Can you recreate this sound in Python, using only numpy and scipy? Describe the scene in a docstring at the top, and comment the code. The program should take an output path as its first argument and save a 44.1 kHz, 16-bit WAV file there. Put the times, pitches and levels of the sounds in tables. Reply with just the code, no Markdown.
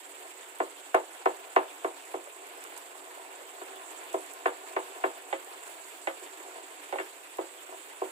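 """A wooden spoon stirs chunky sauce simmering in a nonstick frying pan in a small kitchen.
After a short scrape the spoon knocks about three times a second, the pan's ring damped by the food.
From 2 s it drags through the sauce, freeing squelches of bubbles; at 4 s the knocking returns.
From 6 s it scrapes bare metal, rattles against the wall and ends on a dull knock.
All along, bubbles plop and the hot rim sizzles and now and then spits."""
import sys
import numpy as np
from scipy import signal
from scipy.io import wavfile

SR = 44100
rng = np.random.default_rng(int(sys.argv[2]) if len(sys.argv) > 2 else 0)


def transcribe(u):
    """Save the signal u as a 16-bit wav file named by the first command-line argument.

    u: samples, shape (n,) or (channels, n), limited to [-1, 1]; the rate is SR.
    q: integer samples, one column per channel.
    """
    v = np.clip(np.atleast_2d(u).T, -1, 1)
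    q = np.round(v * 32767).astype(np.int16)
    wavfile.write(sys.argv[1], SR, q)


N = 357651
TIME = np.arange(N) / SR


def knocks(scatter_db=1.0, contact_hz=3300):
    """Spoon on pan: blows cushioned by food are dull; wood on the wall wakes other modes."""
    # spoon blows: t/s, strength/dB, hardness as extra treble/dB, place (0 pan floor .. 1 wall)
    blows = [(0.6014, -6, -3, 0.05), (0.944, 2, -2.5, 0.028), (1.2576, 0, -4, 0.091),
             (1.5624, 3.5, -2, 0.084), (1.8452, -7, -5.5, 0.08), (2.1397, -11, -10, 0.27),
             (2.721, -35, 12, 0.5), (3.614, -25, 0, 0), (4.1404, -7.5, -15, 0.17), (4.4571, -2.5, 1.5, 0),
             (4.764, -6, -0.5, 0.11), (4.958, -30.5, 4, 0.28), (5.0382, -4, -1, 0), (5.3275, -12, 5, 0.78),
             (6.0722, -9, 4.5, 0.65), (6.218, -32.5, -8, 0.42), (6.4, -30.5, 8, 0.35),
             (6.626, -36, -6, 0.1), (6.9255, -14, -0.5, 0.78), (6.936, -13.5, -7, 0.65),
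             (6.958, -18, -5, 0.86), (6.9847, -18.5, 11.5, 0.3), (6.997, -18, 7, 0.057),
             (7.385, -9, -9, 0.4), (7.689, -29, 2, 0.13), (8.017, -10.5, -25, 0.0087)]
    times, strength_db, treble_db, place = np.transpose(blows)
    # light and cushioned blows stay longer in contact and so carry more bass
    bass_db = -2 - 0.35 * strength_db - 0.17 * treble_db
    # tone of a blow: f/Hz, share of the bass gain, share of the treble gain
    shelves = [(400, 1, 0), (480, .4, 0), (700, 0, 0), (1050, 0, 0), (1600, 0, 1)]

    def force(hz, colour_db=0):
        low, high = at_hz(shelves, hz)
        return clicks(times, from_db(strength_db + low * bass_db + high * treble_db + colour_db))

    def mode_force(hz, wall_db):
        return force(hz, place * wall_db + scatter_db * rng.standard_normal(len(times)))

    strike = pan_body(mode_force) + spoon(force)
    # wet wood yields a little, which rounds the edge of every blow
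    return butter(strike, contact_hz, "low", order=3) + diffuse_ring(force)


def pan_body(drive, lag_turns=0.3):
    """The pan rings under drive(hz, wall_db); each mode lags the last, so a blow takes a few ms to build."""
    # modes of the loaded pan: f/Hz, level/dB, t60/s, left minus right/dB, change on the wall/dB
    modes = [(335.8, -32.5, 0.21, -6.5, 4.5), (379.8, -21.5, 0.16, -2.5, -10.5), (400, -26, 0.031, -11, -3),
             (482.8, -26, 0.16, -1.5, -7), (540, -34, 0.19, -2, 19.5), (617, -48.5, 0.15, 4, 17.5),
             (651.8, -20, 0.11, 1, -4), (711, -18.5, 0.042, 6.5, -18.5), (752.3, -23.5, 0.11, -3.5, -5.5),
             (816, -31, 0.045, -12, 24), (867, -33.5, 0.074, 8, -31), (897, -28.5, 0.19, -2.5, -14),
             (982, -21.5, 0.061, 1.5, 1.5), (1051, -21, 0.12, 2, -29), (1135, -26.5, 0.075, -9, -15),
             (1183, -38, 0.16, -9, -10), (1328, -33.5, 0.16, 4.5, -22), (1464, -29, 0.056, 13, -33),
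             (1484, -25, 0.064, -1.5, -24), (1735, -29, 0.12, -6, -19), (1718, -32.5, 0.12, 5, -25),
             (1800, -26.5, 0.1, 3, -8), (1983, -28, 0.068, -3.5, 8), (2184, -35.5, 0.098, 12.5, 4.5),
             (2340, -39, 0.053, 12, -5), (2530, -39.5, 0.066, -12, 5), (2764, -36, 0.093, 4, -5),
             (2840, -53, 0.09, -2, 21), (3146, -48.5, 0.088, 9, 16), (3560, -53, 0.045, -2, 28)]
    out = 0
    for k, (hz, db, t60, pan_db, wall_db) in enumerate(modes):
        tone = ring(drive(hz, wall_db), hz, t60, phase=-2 * np.pi * lag_turns * k)
        out = out + from_db(db) * panned(pan_db) * tone
    return out


def spoon(force):
    """The wood's own tock: a few heavily damped modes, gone well before the pan's ring."""
    # modes of the wooden spoon: f/Hz, level/dB, t60/s
    modes = [(860, -17, 0.0051), (1100, -26, 0.016), (1687, -43, 0.017), (2680, -38, 0.026)]
    return sum((-1) ** k * from_db(db) * ring(force(hz), hz, t60) for k, (hz, db, t60) in enumerate(modes))


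def diffuse_ring(force):
    """The tail of a knock: countless small modes and the room, each band dying at its own rate."""
    # dense small modes of spoon, pan and hob: f/Hz, spectral level/dB, t60/s
    clatter = [(300, -18.5, 0.14), (700, -14, 0.24), (1380, -17, 0.13), (2700, -30, 0.11),
               (3660, -35.5, 0.17), (5070, -57, 0.18), (12000, -70, 0.03)]
    # the kitchen's reverb: f/Hz, spectral level/dB, t60/s
    kitchen = [(300, -27, 0.3), (700, -20, 0.28), (1300, -26, 0.28), (2700, -37, 0.35), (3700, -44, 0.3),
               (6000, -85, .2)]
    out = 0
    for hz, band in bands(rng.standard_normal((2, 2, N))):
        blow_power, power = force(hz) ** 2 + 1e-18, 0
        for level_db, t60 in (at_hz(clatter, hz), at_hz(kitchen, hz)):
            decay = from_db(-60 / (t60 * SR)) ** 2
            power = power + signal.lfilter([from_db(level_db) ** 2], [1, -decay], blow_power)
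        out = out + band * np.sqrt(power)
    return out


def scrapes(slips_per_s=83, jitter=0.37, spread_db=2.5, contact_hz=1100):
    """Wood sticks and slips unevenly in swelling, fading runs that ring the pan; sauce dulls them."""
    # the spoon's edge drags over bare pan: t/s, length/s, level/dB
    drags = [(0.212, 0.059, -49), (6.32, 0.073, -53.5), (6.41, 0.14, -49.5), (6.54, 0.081, -48.5),
             (6.687, 0.053, -57.5), (7.71, 0.05, -48)]
    gaps = np.exp(jitter * rng.standard_normal(4096)) / slips_per_s
    heights = from_db(spread_db * rng.standard_normal(len(gaps)))
    times = np.cumsum(gaps)
    slips = clicks(times, heights * (times < TIME[-1]))
    pressure = 0
    for start, length, db in drags:
        progress = np.clip((TIME - start) / length, 0, 1)
        pressure = pressure + from_db(db) * np.sqrt(np.abs(np.sin(np.pi * progress)))
    rasp = butter(pan_body(lambda hz, wall_db: slips), contact_hz, "low")
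    return pressure * rms_one(rasp)


def stirring(stir_db, trim_db=-2.5, clump_db=1.0):
    """Chunks slipping and bumping under the spoon keep the pan faintly ringing."""
    taps = grains(per_s=550, spread_db=2.1) * from_db(clump_db * drift(30))
    return from_db(stir_db + trim_db) * rms_one(pan_body(lambda hz, wall_db: taps))


def squelches(stir_db, run_bubbles=6, run_s=0.025, plops_per_s=40, spread_db=3.0):
    """Sauce closing behind the spoon frees a quick run of bubbles; single ones plop wherever it moves."""
    # wet squelches under the spoon: t/s, bubble level/dB
    runs = [(2.27, -39), (2.606, -42), (2.649, -37.5), (2.72, -41), (3.174, -38), (3.312, -39),
            (3.879, -45), (5.529, -42), (5.668, -40), (6.848, -43)]
    low_hz, high_hz = 550, 2800
    cycles, rise = 17, 0.15  # a bubble rings this many cycles, its pitch rising by this share
    starts, run_db = np.repeat(runs, run_bubbles, axis=0).T
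    plop_times = rng.uniform(0, N / SR, int(plops_per_s * N / SR))
    times = np.r_[starts + run_s * rng.random(len(starts)) ** 2, plop_times]
    levels_db = np.r_[run_db, np.interp(plop_times, TIME, stir_db)]
    age, out = TIME[:SR // 20], np.zeros((2, N + SR))
    for start, db, (pitch, size, side) in zip(times, levels_db, rng.uniform(-1.03, 1, (len(times), 3))):
        hz = np.sqrt(low_hz * high_hz) * (high_hz / low_hz) ** (pitch / 2)
        life = age * hz / cycles
        bubble = np.sin(2 * np.pi * hz * age * (1 + rise * life / 2)) * from_db(-60 * life)
        onset = int(start * SR)
        out[:, onset:onset + len(age)] += from_db(db + spread_db * size) * panned(spread_db * side) * bubble
    return butter(out[:, :N], [low_hz, high_hz], "band")


def sauce_activity(resting_db=-54.5):
    """Levels in dB of moving sauce and of sizzle: each stroke adds its power to the resting simmer."""
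    # the spoon pushes through the sauce: t/s, length/s, stirring level/dB, sizzle level/dB
    strokes = [(0.134, 0.082, -65, -55.5), (1.115, 0.89, -52.5, -87), (2.288, 2.7, -51, -66),
               (3.513, 0.66, -50.5, -58), (4.516, 1.07, -49.5, -62.5), (5.577, 0.3, -58.5, -54),
               (6.113, 0.46, -52.5, -72), (7.657, 0.13, -57, -56)]
    stir = sizzle = from_db(resting_db) ** 2
    for start, length, stir_db, flare_db in strokes:
        stir = stir + from_db(stir_db) ** 2 * swell(start, length, attack_s=0.055, release_s=0.14)
        # sauce spread on hot metal starts to fry, then dries off
        sizzle = sizzle + from_db(flare_db) ** 2 * swell(start, length, attack_s=0.2, release_s=0.49)
    return 10 * np.log10(stir), 10 * np.log10(sizzle)


def spits(trim_db=-17.0, snap_db=9.5, snap_s=0.00016, room_db=-22.0, room_s=0.021):
    """A droplet bursts with a sharp snap, boils off and echoes faintly; small ones crackle at random."""
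    # droplets on hot metal: t/s, relative level/dB, boil-off time/s
    droplets = [(0.586, -27, 0.0028), (0.947, -19.5, 0.0046), (1.8118, -45, .003), (2.054, -37, .015),
                (2.242, -27, .002), (2.3660, -29, 0.0012), (2.4698, -27, 0.0027), (2.4895, -31, .003),
                (2.6398, -21.5, .002), (2.7768, -20, .004), (3.6366, -29, .004), (3.7589, -27, 0.0024),
                (4.0387, -29, .002), (4.1295, -26, .003), (4.2078, -26, .002), (4.2627, -27, .002),
                (4.337, -23, .003), (4.4687, -25.5, 0.0027), (4.7248, -31, .003), (5.447, -27, 0.0026),
                (5.6755, -29, 0.013), (5.6994, -32, 0.023), (6.704, -33, .004), (7.3714, -25, .003)]
    age, envelope = TIME[:SR // 5], np.zeros(N + SR)
    snap = from_db(snap_db) * np.exp(-age / snap_s)
    echo = from_db(room_db) * np.exp(-age / room_s)
    for start, db, boil_s in droplets:
        onset = int(start * SR)
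        envelope[onset:onset + len(age)] += from_db(db) * (snap + np.exp(-age / boil_s) + echo)
    crackle = from_db(-54) * grains(per_s=31, spread_db=6.5)
    bursts = envelope[:N] * rng.standard_normal((2, N))
    return from_db(trim_db) * panned(-13) * butter(bursts + crackle, [7000, 11800], "band")


def simmer(stir_db, sizzle_db, level_db=-48.0, flicker_db=2.0, wet_share=0.15, frying_share=0.82):
    """A bed of tiny bursts: wet and low where the spoon moves the sauce, a fine fizz on the hot rim."""
    # colour of simmering and frying: f/Hz, left spectral level/dB, right spectral level/dB
    spectrum = [(256, -87, -90.5), (380, -86.5, -84.5), (700, -85, -87), (880, -83, -81.5),
                (1140, -90.5, -86.5), (2640, -89, -87), (3350, -90.5, -92), (4930, -100, -99),
                (6640, -111, -104), (8850, -100, -93.5), (9950, -101, -84), (13050, -111, -107.5),
                (15230, -112, -96.5)]
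    bursts = np.array([[grains(per_s=9000, spread_db=3.0) for _ in range(2)] for _ in range(2)])
    stirred_db, frying_db = stir_db - np.median(stir_db), sizzle_db - np.median(sizzle_db)
    common_drift, out = drift(60), 0
    for hz, band in bands(bursts):
        fizz = at_hz([(1000, 0.086), (6000, 0.89)], hz)[0]  # the treble follows the frying
        activity_db = (1 - fizz) * wet_share * stirred_db + fizz * frying_share * frying_db
        wobble_db = flicker_db * (.5 * common_drift + 0.82 * drift(45))
        out = out + band * from_db(at_hz(spectrum, hz))[:, None] * from_db(activity_db + wobble_db)
    return from_db(level_db) * rms_one(out)


def rim_fizz(sizzle_db, trim_db=0.5, centre_hz=7700, width_hz=1250, pan_db=-25.0, flicker_db=2.0):
    """Water flashing to steam along the hot rim: uneven ticks gathered in one rounded treble band."""
    ticks = np.array([grains(per_s=5000, spread_db=2.0) for _ in range(2)])
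    fizz = butter(ticks, [centre_hz - width_hz / 2, centre_hz + width_hz / 2], "band")
    return from_db(sizzle_db + trim_db + flicker_db * drift(90)) * rms_one(panned(pan_db) * fizz)


def bands(noises):
    """Yields (centre Hz, stereo band); neighbours use unrelated noise, and the bass is nearly mono."""
    # stereo image: f/Hz, left-right likeness (0..1)
    likeness = [(300, 0.94), (700, 0.77), (1100, 0.031), (2000, 0.13), (4000, 0.15), (15000, 0.022)]
    edges_hz = np.geomspace(170, 17000, 19)
    for k, (low, high) in enumerate(zip(edges_hz, edges_hz[1:])):
        hz = np.sqrt(low * high)
        alike = np.clip(at_hz(likeness, hz)[0], 0, 1)
        mid, side = butter(noises[k % 2], [low, high], "band", order=3)
        yield hz, np.sqrt(1 + alike) * mid + np.sqrt(1 - alike) * side * np.array([[1], [-1]])


def ring(x, hz, t60, phase=0):
    """A resonator: a unit click sets a sine of height 1 ringing."""
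    r, w = from_db(-60 / (t60 * SR)), 2 * np.pi * hz / SR
    return signal.lfilter([np.sin(phase), r * np.sin(w - phase)], [1, -2 * r * np.cos(w), r * r], x + 1e-18)


def swell(start, length, attack_s, release_s):
    """Rises from 0 towards 1 while a stroke lasts and dies away after it."""
    rise = 1 - np.exp(-np.clip(TIME - start, 0, length) / attack_s)
    return rise * np.exp(-np.maximum(TIME - start - length, 0) / release_s)


def clicks(times, heights):
    """One-sample impulses at the given times."""
    out = np.zeros(N)
    np.add.at(out, np.clip(np.round(times * SR).astype(int), 0, N - 1), heights)
    return out


def grains(per_s, spread_db):
    """Random clicks, many small and a few large."""
    sizes = from_db(spread_db * np.minimum(rng.exponential(1, N), 5))
    return sizes * rng.choice([-1, 1], N) * (rng.random(N) < per_s / SR)


def drift(rate):
    """Smooth random modulation of RMS 1 that changes about rate times a second."""
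    knots = rng.standard_normal(4096)
    return rms_one(np.interp(TIME * rate, np.arange(len(knots)), knots))


def at_hz(rows, hz):
    """Every column of a spectrum table at one frequency."""
    freqs, *columns = np.transpose(rows)
    return [np.interp(np.log(hz), np.log(freqs), column) for column in columns]


def panned(pan_db):
    """Left and right gains as a column; negative is to the right."""
    return from_db(np.array([[pan_db], [-pan_db]]) / 2)


def butter(x, hz, kind, order=2):
    return signal.sosfilt(signal.butter(order, hz, kind, fs=SR, output="sos"), x + 1e-18)


def from_db(db):
    return 10 ** (np.asarray(db) / 20)


def rms_one(x):
    return x / np.sqrt(np.mean(x ** 2) + 1e-20)


def scene(left_lag_s=0.0003):
    """Knocks and scrapes over the stirred, simmering sauce."""
    stir_db, sizzle_db = sauce_activity()
    utensil = knocks() + scrapes() + stirring(stir_db)
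    left, right = utensil + squelches(stir_db) + simmer(stir_db, sizzle_db) + rim_fizz(sizzle_db) + spits()
    # the pan stands to the right, so its sound reaches the left later
    return np.array([np.interp(TIME - left_lag_s, TIME, left), right])


def record(dry, low_cut_hz=289, top_cut_hz=15500, leak_db=-17.0, leak_hz=110):
    """A steep low cut that lets a trace of bass through, and a steep top cut."""
    thin = signal.sosfilt(signal.cheby1(9, .1, low_cut_hz, "high", fs=SR, output="sos"), dry)
    bass = from_db(leak_db) * butter(dry, leak_hz, "low")
    return signal.sosfilt(signal.ellip(10, .2, 70, top_cut_hz, fs=SR, output="sos"), thin + bass)


dry = scene()
out = record(dry)
transcribe(out)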